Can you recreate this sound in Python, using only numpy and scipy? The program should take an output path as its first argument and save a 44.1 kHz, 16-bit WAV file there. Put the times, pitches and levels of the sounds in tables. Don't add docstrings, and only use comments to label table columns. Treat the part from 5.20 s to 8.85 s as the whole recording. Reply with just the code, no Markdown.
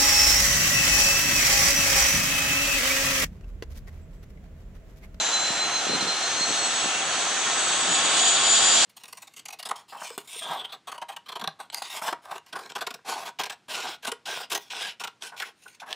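import sys
import numpy as np
from scipy import signal
from scipy.fft import irfft
from scipy.io import wavfile

SR = 44100
rng = np.random.default_rng(int(sys.argv[2]) if len(sys.argv) > 2 else 0)


def generate_wav(signal):
    frames = np.transpose(np.atleast_2d(signal))
    scaled = np.clip(frames, -1, 1) * 32767
    pcm = np.round(scaled).astype(np.int16)
    wavfile.write(sys.argv[1], SR, pcm)


N = 160965
TIME = np.arange(N) / SR
FREQS = np.maximum(np.fft.rfftfreq(N, 1 / SR), 1)

# [t/s, f/Hz]
FIRST_ENGINE_PITCH = [(0, 4040), (.5, 4105), (1, 4183), (1.5, 4271), (2, 4354), (2.5, 4434), (3, 4510),
                      (3.65, 4607)]
# [t/s, f/Hz]
SECOND_ENGINE_PITCH = [(0, 7345), (.5, 7470), (1, 7612), (1.5, 7772), (2.5, 8070), (3, 8205), (3.65, 8370)]
# [t/s, level/dB]
LOWER_STAGE_LEVEL = [(0, -24), (.035, -37), (.065, -29), (.1, -45), (.135, -25.5), (.225, -30), (.28, -26),
                     (.335, -38), (.425, -26), (.51, -38), (.565, -25.5), (.628, -47), (.7, -28.5),
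                     (.755, -26.5), (.785, -42), (.815, -25.5), (.853, -40), (.875, -28.5), (.93, -30),
                     (.957, -38), (.985, -32), (1.008, -42), (1.035, -29.5), (1.11, -39), (1.19, -34),
                     (1.22, -26.5), (1.26, -30), (1.285, -38), (1.305, -29), (1.34, -35), (1.42, -35),
                     (1.455, -30.5), (1.505, -41), (1.55, -36), (1.7, -47), (1.98, -38), (2.1, -47),
                     (2.36, -47), (2.44, -36.5), (2.54, -37), (2.65, -46), (3.65, -42)]
# [t/s, level/dB]
UPPER_STAGE_LEVEL = [(0, -33.5), (.22, -33.5), (.33, -43), (.54, -33), (.93, -47.5), (1.07, -35),
                     (1.65, -36), (2.66, -40), (2.72, -28.5), (2.775, -30.5), (2.82, -40), (2.865, -27.5),
                     (2.91, -39), (3, -27), (3.08, -24.5), (3.15, -24), (3.2, -33), (3.31, -20),
                     (3.425, -25), (3.47, -20.5), (3.55, -22.5), (3.65, -29)]
# [t/s, level/dB]
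SECOND_ENGINE_LEVEL = [(0, -37), (.4, -38), (.5, -46), (.64, -42), (.76, -47), (1.15, -38.5), (1.5, -30),
                       (1.75, -39), (2.3, -43), (2.42, -31.5), (2.8, -51), (3, -36), (3.15, -49),
                       (3.65, -46)]
# [f/Hz, relative density/dB per Hz]
ROAR_COLOUR = [(20, -58), (45, -41), (65, -20), (110, -12.5), (200, -8), (330, -3.5), (590, -3.5),
               (680, 2.5), (810, 2), (900, 1), (1120, 0.5), (1330, 2.5), (1700, 1.5), (2000, -1.5),
               (2800, 0), (5000, -15.5), (11000, -22.5)]
# [t/s, level/dB]
ROAR_COURSE = [(0, -30.5), (1, -30.5), (2, -29.5), (2.5, -28.5), (3, -26.6), (3.65, -27.5)]
# [f/Hz, width/Hz, level relative to the roar/dB]
EXHAUST_HUMS = [(559.7, 9.3, -24), (699.4, 12, -18.5), (772, 22, -15), (1307, 36, -17), (1385, 25, -21),
                (1468, 13, -26), (1834, 8.4, -18.5)]
# [f/Hz, relative density/dB per Hz]
HISS_COLOUR = [(1800, -24), (2700, -1), (3400, 4.5), (3900, 5.5), (4450, 0), (5200, -1), (5650, 2),
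               (6100, 5.5), (6700, -4), (7200, 1.5), (7900, -1.5), (8500, -11), (9500, -10.5), (11000, -17)]
# [t/s, level/dB]
HISS_COURSE = [(0, -29), (.35, -31.5), (.9, -31), (1.6, -30), (1.9, -32.5), (2.15, -31), (3, -34),
               (3.65, -26)]
# [f/Hz, relative density/dB per Hz]
SURGE_COLOUR = [(1900, -31.5), (2600, -6), (3000, -1.5), (3340, 5), (3530, 0.5), (3760, -5.5), (3900, -1.5),
                (4100, 1.5), (4390, -11), (4700, 1.5), (4870, -6), (5150, -20), (5450, -2), (5800, -10.5),
                (6200, -4.5), (6750, 1.5), (7150, -3.5), (7450, -4), (7950, 2.5), (8250, 0), (8450, -10.5),
                (8630, -2), (9050, -16), (11000, -24)]
# [t/s, level/dB]
SURGE_COURSE = [(0, -62), (1.9, -33.5), (2.45, -31), (2.72, -26.5), (2.83, -26), (3.05, -21.5), (3.23, -24),
                (3.32, -21), (3.65, -22)]
# [middle t/s, length/s, f at the middle/Hz, glide/Hz per s, width/Hz, level/dB]
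DUCT_RESONANCES = [(0.075, .44, 7010, -5, 200, -34), (1.349, 0.53, 6070, 200.5, 150, -37),
                   (1.601, 0.12, 3370, -6000, 220, -36), (1.689, 0.17, 2745, -150, 6, -34.5),
                   (1.822, .026, 3320, -25000, 180, -33), (2.301, .77, 6300, 301.5, 270, -34),
                   (2.598, .46, 7860, 205, 140, -31), (2.803, .48, 3420, 0, 130, -37),
                   (2.956, 1.8, 1081, 0, 12, -41), (3.098, 1, 3685, 0.5, 37, -33.5),
                   (3.45, 0.58, 3350, -0.5, 31, -37), (3.558, 0.77, 4740, 152, 270, -31)]
# [f/Hz, correlation]
EAR_LIKENESS = [(40, 0.47), (100, 0.86), (280, 0.8), (700, 0.97), (1500, 0.8), (2900, 0.69), (4500, 0.62),
                (6500, 0.29), (10000, 0.16)]
# [f/Hz, left minus right level/dB]
EAR_BALANCE = [(100, -0.5), (700, -0.7), (1400, -2.5), (3000, -.6), (4700, -1.5), (5700, 2.5), (7500, 3.5),
               (10500, 3.5)]
# [middle t/s, length/s, level at the middle/dB]
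GUST_BURSTS = [(0.739, .06, -33.5), (0.844, .1, -38), (1.301, 0.027, -36), (1.643, 0.038, -38),
               (2.71, 0.042, -37.5)]
# [f/Hz, relative density/dB per Hz]
GUST_COLOUR = [(40, -32), (110, -7.5), (190, 4), (330, 1.5), (580, -1.5), (1000, -5), (4000, -58)]
# [start t/s, centre f/Hz, peak level/dB]
THUMP_PULSES = [(.303, 210, -26.5), (.668, 420, -19), (.695, 340, -19), (0.7, 280, -25), (.734, 430, -20),
                (0.747, 270, -23), (.825, 220, -24.5), (1.208, 240, -24.5), (1.306, 300, -25),
                (1.657, 330, -24.5)]

UPPER_STAGE_RATIO = 17 / 11
SCATTER_HZ = 23.6
SKIRT, SKIRT_HZ = 0.15, 74.6
FIRST_SCATTER, SECOND_SCATTER = 0.35, 0.46
SECOND_PAN_DB = -0.5
AIR_LEFT_LAG_S = 1.4e-5
THUMP_SPAN = 1.76
THUMP_RIGHT_LAG_S = 0.00053
THUMP_LOW_CUT_HZ = 140
CUTOFF_HZ = 11060


def from_db(db):
    return 10 ** (np.asarray(db) / 20)


def rms_one(x):
    return x / np.sqrt(np.mean(np.abs(x) ** 2) + 1e-20)


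def in_time(rows):
    return np.interp(TIME, *np.transpose(rows))


def by_frequency(rows):
    hz, value = np.transpose(rows)
    return np.interp(np.log(FREQS), np.log(hz), value)


def pan(db):
    return from_db(np.array([[1], [-1]]) * db / 2)


def swell(middle, length):
    return np.exp(-2 * ((TIME - middle) / length) ** 2)


def resonance(hz, width):
    return rms_one(1 / (1 + 2 * ((FREQS - hz) / width) ** 2))


def flutter(rate_hz):
    real, imag = rng.standard_normal((2, 2, len(FREQS)))
    spectrum = (real + 1j * imag) / (1 + (FREQS / rate_hz) ** 2)
    return rms_one(irfft(spectrum, N))


def air_spectrum(gain):
    real, imag = rng.standard_normal((2, 2, len(FREQS)))
    mid, side = real + 1j * imag
    alike = np.clip(by_frequency(EAR_LIKENESS), -1, 1)
    both = np.sqrt(1 + alike) * mid + np.sqrt(1 - alike) * side * [[1], [-1]]
    both[0] *= np.exp(-2j * np.pi * FREQS * AIR_LEFT_LAG_S)
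    return both * gain * pan(by_frequency(EAR_BALANCE))


def air_noise(gain):
    return rms_one(irfft(air_spectrum(gain), N))


def whine(pitch_hz, level, left_lead_rad, scatter):
    scattered = scatter * (flutter(SCATTER_HZ) + 1j * flutter(SCATTER_HZ)) / np.sqrt(2)
    depth, wobble = SKIRT * flutter(SKIRT_HZ)
    phase = 2 * np.pi * np.cumsum(pitch_hz) / SR
    carrier = np.exp(1j * (phase + np.array([[left_lead_rad], [0]])))
    tone = (carrier * (1 + scattered + depth + 1j * wobble)).real
    return from_db(in_time(level)) * rms_one(tone)


def compressors():
    first_hz = in_time(FIRST_ENGINE_PITCH)
    second_hz = in_time(SECOND_ENGINE_PITCH)
    lower = whine(first_hz, LOWER_STAGE_LEVEL, left_lead_rad=-0.75, scatter=FIRST_SCATTER)
    upper = whine(first_hz * UPPER_STAGE_RATIO, UPPER_STAGE_LEVEL, left_lead_rad=-0.93, scatter=FIRST_SCATTER)
    second = whine(second_hz, SECOND_ENGINE_LEVEL, left_lead_rad=-1.24, scatter=SECOND_SCATTER)
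    return lower + upper + pan(SECOND_PAN_DB) * second


def rush(colour, course, waver_db, waver_hz):
    level_db = in_time(course) + waver_db * flutter(waver_hz)[0]
    return air_noise(from_db(by_frequency(colour))) * from_db(level_db)


def hums():
    power = sum((from_db(db) * resonance(hz, width)) ** 2 for hz, width, db in EXHAUST_HUMS)
    return np.sqrt(np.mean(power)) * air_noise(np.sqrt(power)) * from_db(in_time(ROAR_COURSE))


def exhaust():
    return rush(ROAR_COLOUR, ROAR_COURSE, waver_db=0.52, waver_hz=4.9) + hums()


def intakes():
    hiss = rush(HISS_COLOUR, HISS_COURSE, waver_db=1.04, waver_hz=11.0)
    surge = rush(SURGE_COLOUR, SURGE_COURSE, waver_db=0.75, waver_hz=18)
    return hiss + surge


def ducts():
    out = 0
    for middle, length, hz, glide, width, db in DUCT_RESONANCES:
        breath = np.fft.ifft(air_spectrum(resonance(hz, width)), N)
        tone = breath * np.exp(1j * np.pi * glide * (TIME - middle) ** 2)
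        envelope = swell(middle, length)
        envelope_rms = np.sqrt(np.mean(envelope ** 2))
        out = out + from_db(db) * envelope_rms * rms_one(envelope * tone.real)
    return out


def gusts():
    envelope = sum(from_db(db) * swell(middle, length) for middle, length, db in GUST_BURSTS)
    return air_noise(from_db(by_frequency(GUST_COLOUR))) * envelope


def thumps():
    out = np.zeros((2, N))
    low_cut = signal.butter(2, THUMP_LOW_CUT_HZ, "high", fs=SR, output="sos")
    click = signal.sosfilt(low_cut, signal.unit_impulse(SR // 20))
    for s, hz, db in THUMP_PULSES:
        band = signal.butter(2, [hz / THUMP_SPAN, hz * THUMP_SPAN], "band", fs=SR, output="sos")
        pulse = signal.sosfilt(band, click)
        pulse = from_db(db) * pulse / np.abs(pulse).max()
        for ear, arrival in zip(out, (s, s + THUMP_RIGHT_LAG_S)):
            start = int(arrival * SR)
            ear[start:start + len(pulse)] += pulse
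    return out


def scene():
    return compressors() + exhaust() + intakes() + ducts() + gusts() + thumps()


def record(dry):
    return signal.sosfilt(signal.ellip(16, .1, 90, CUTOFF_HZ, fs=SR, output="sos"), dry)


dry = scene()
out = record(dry)
generate_wav(out)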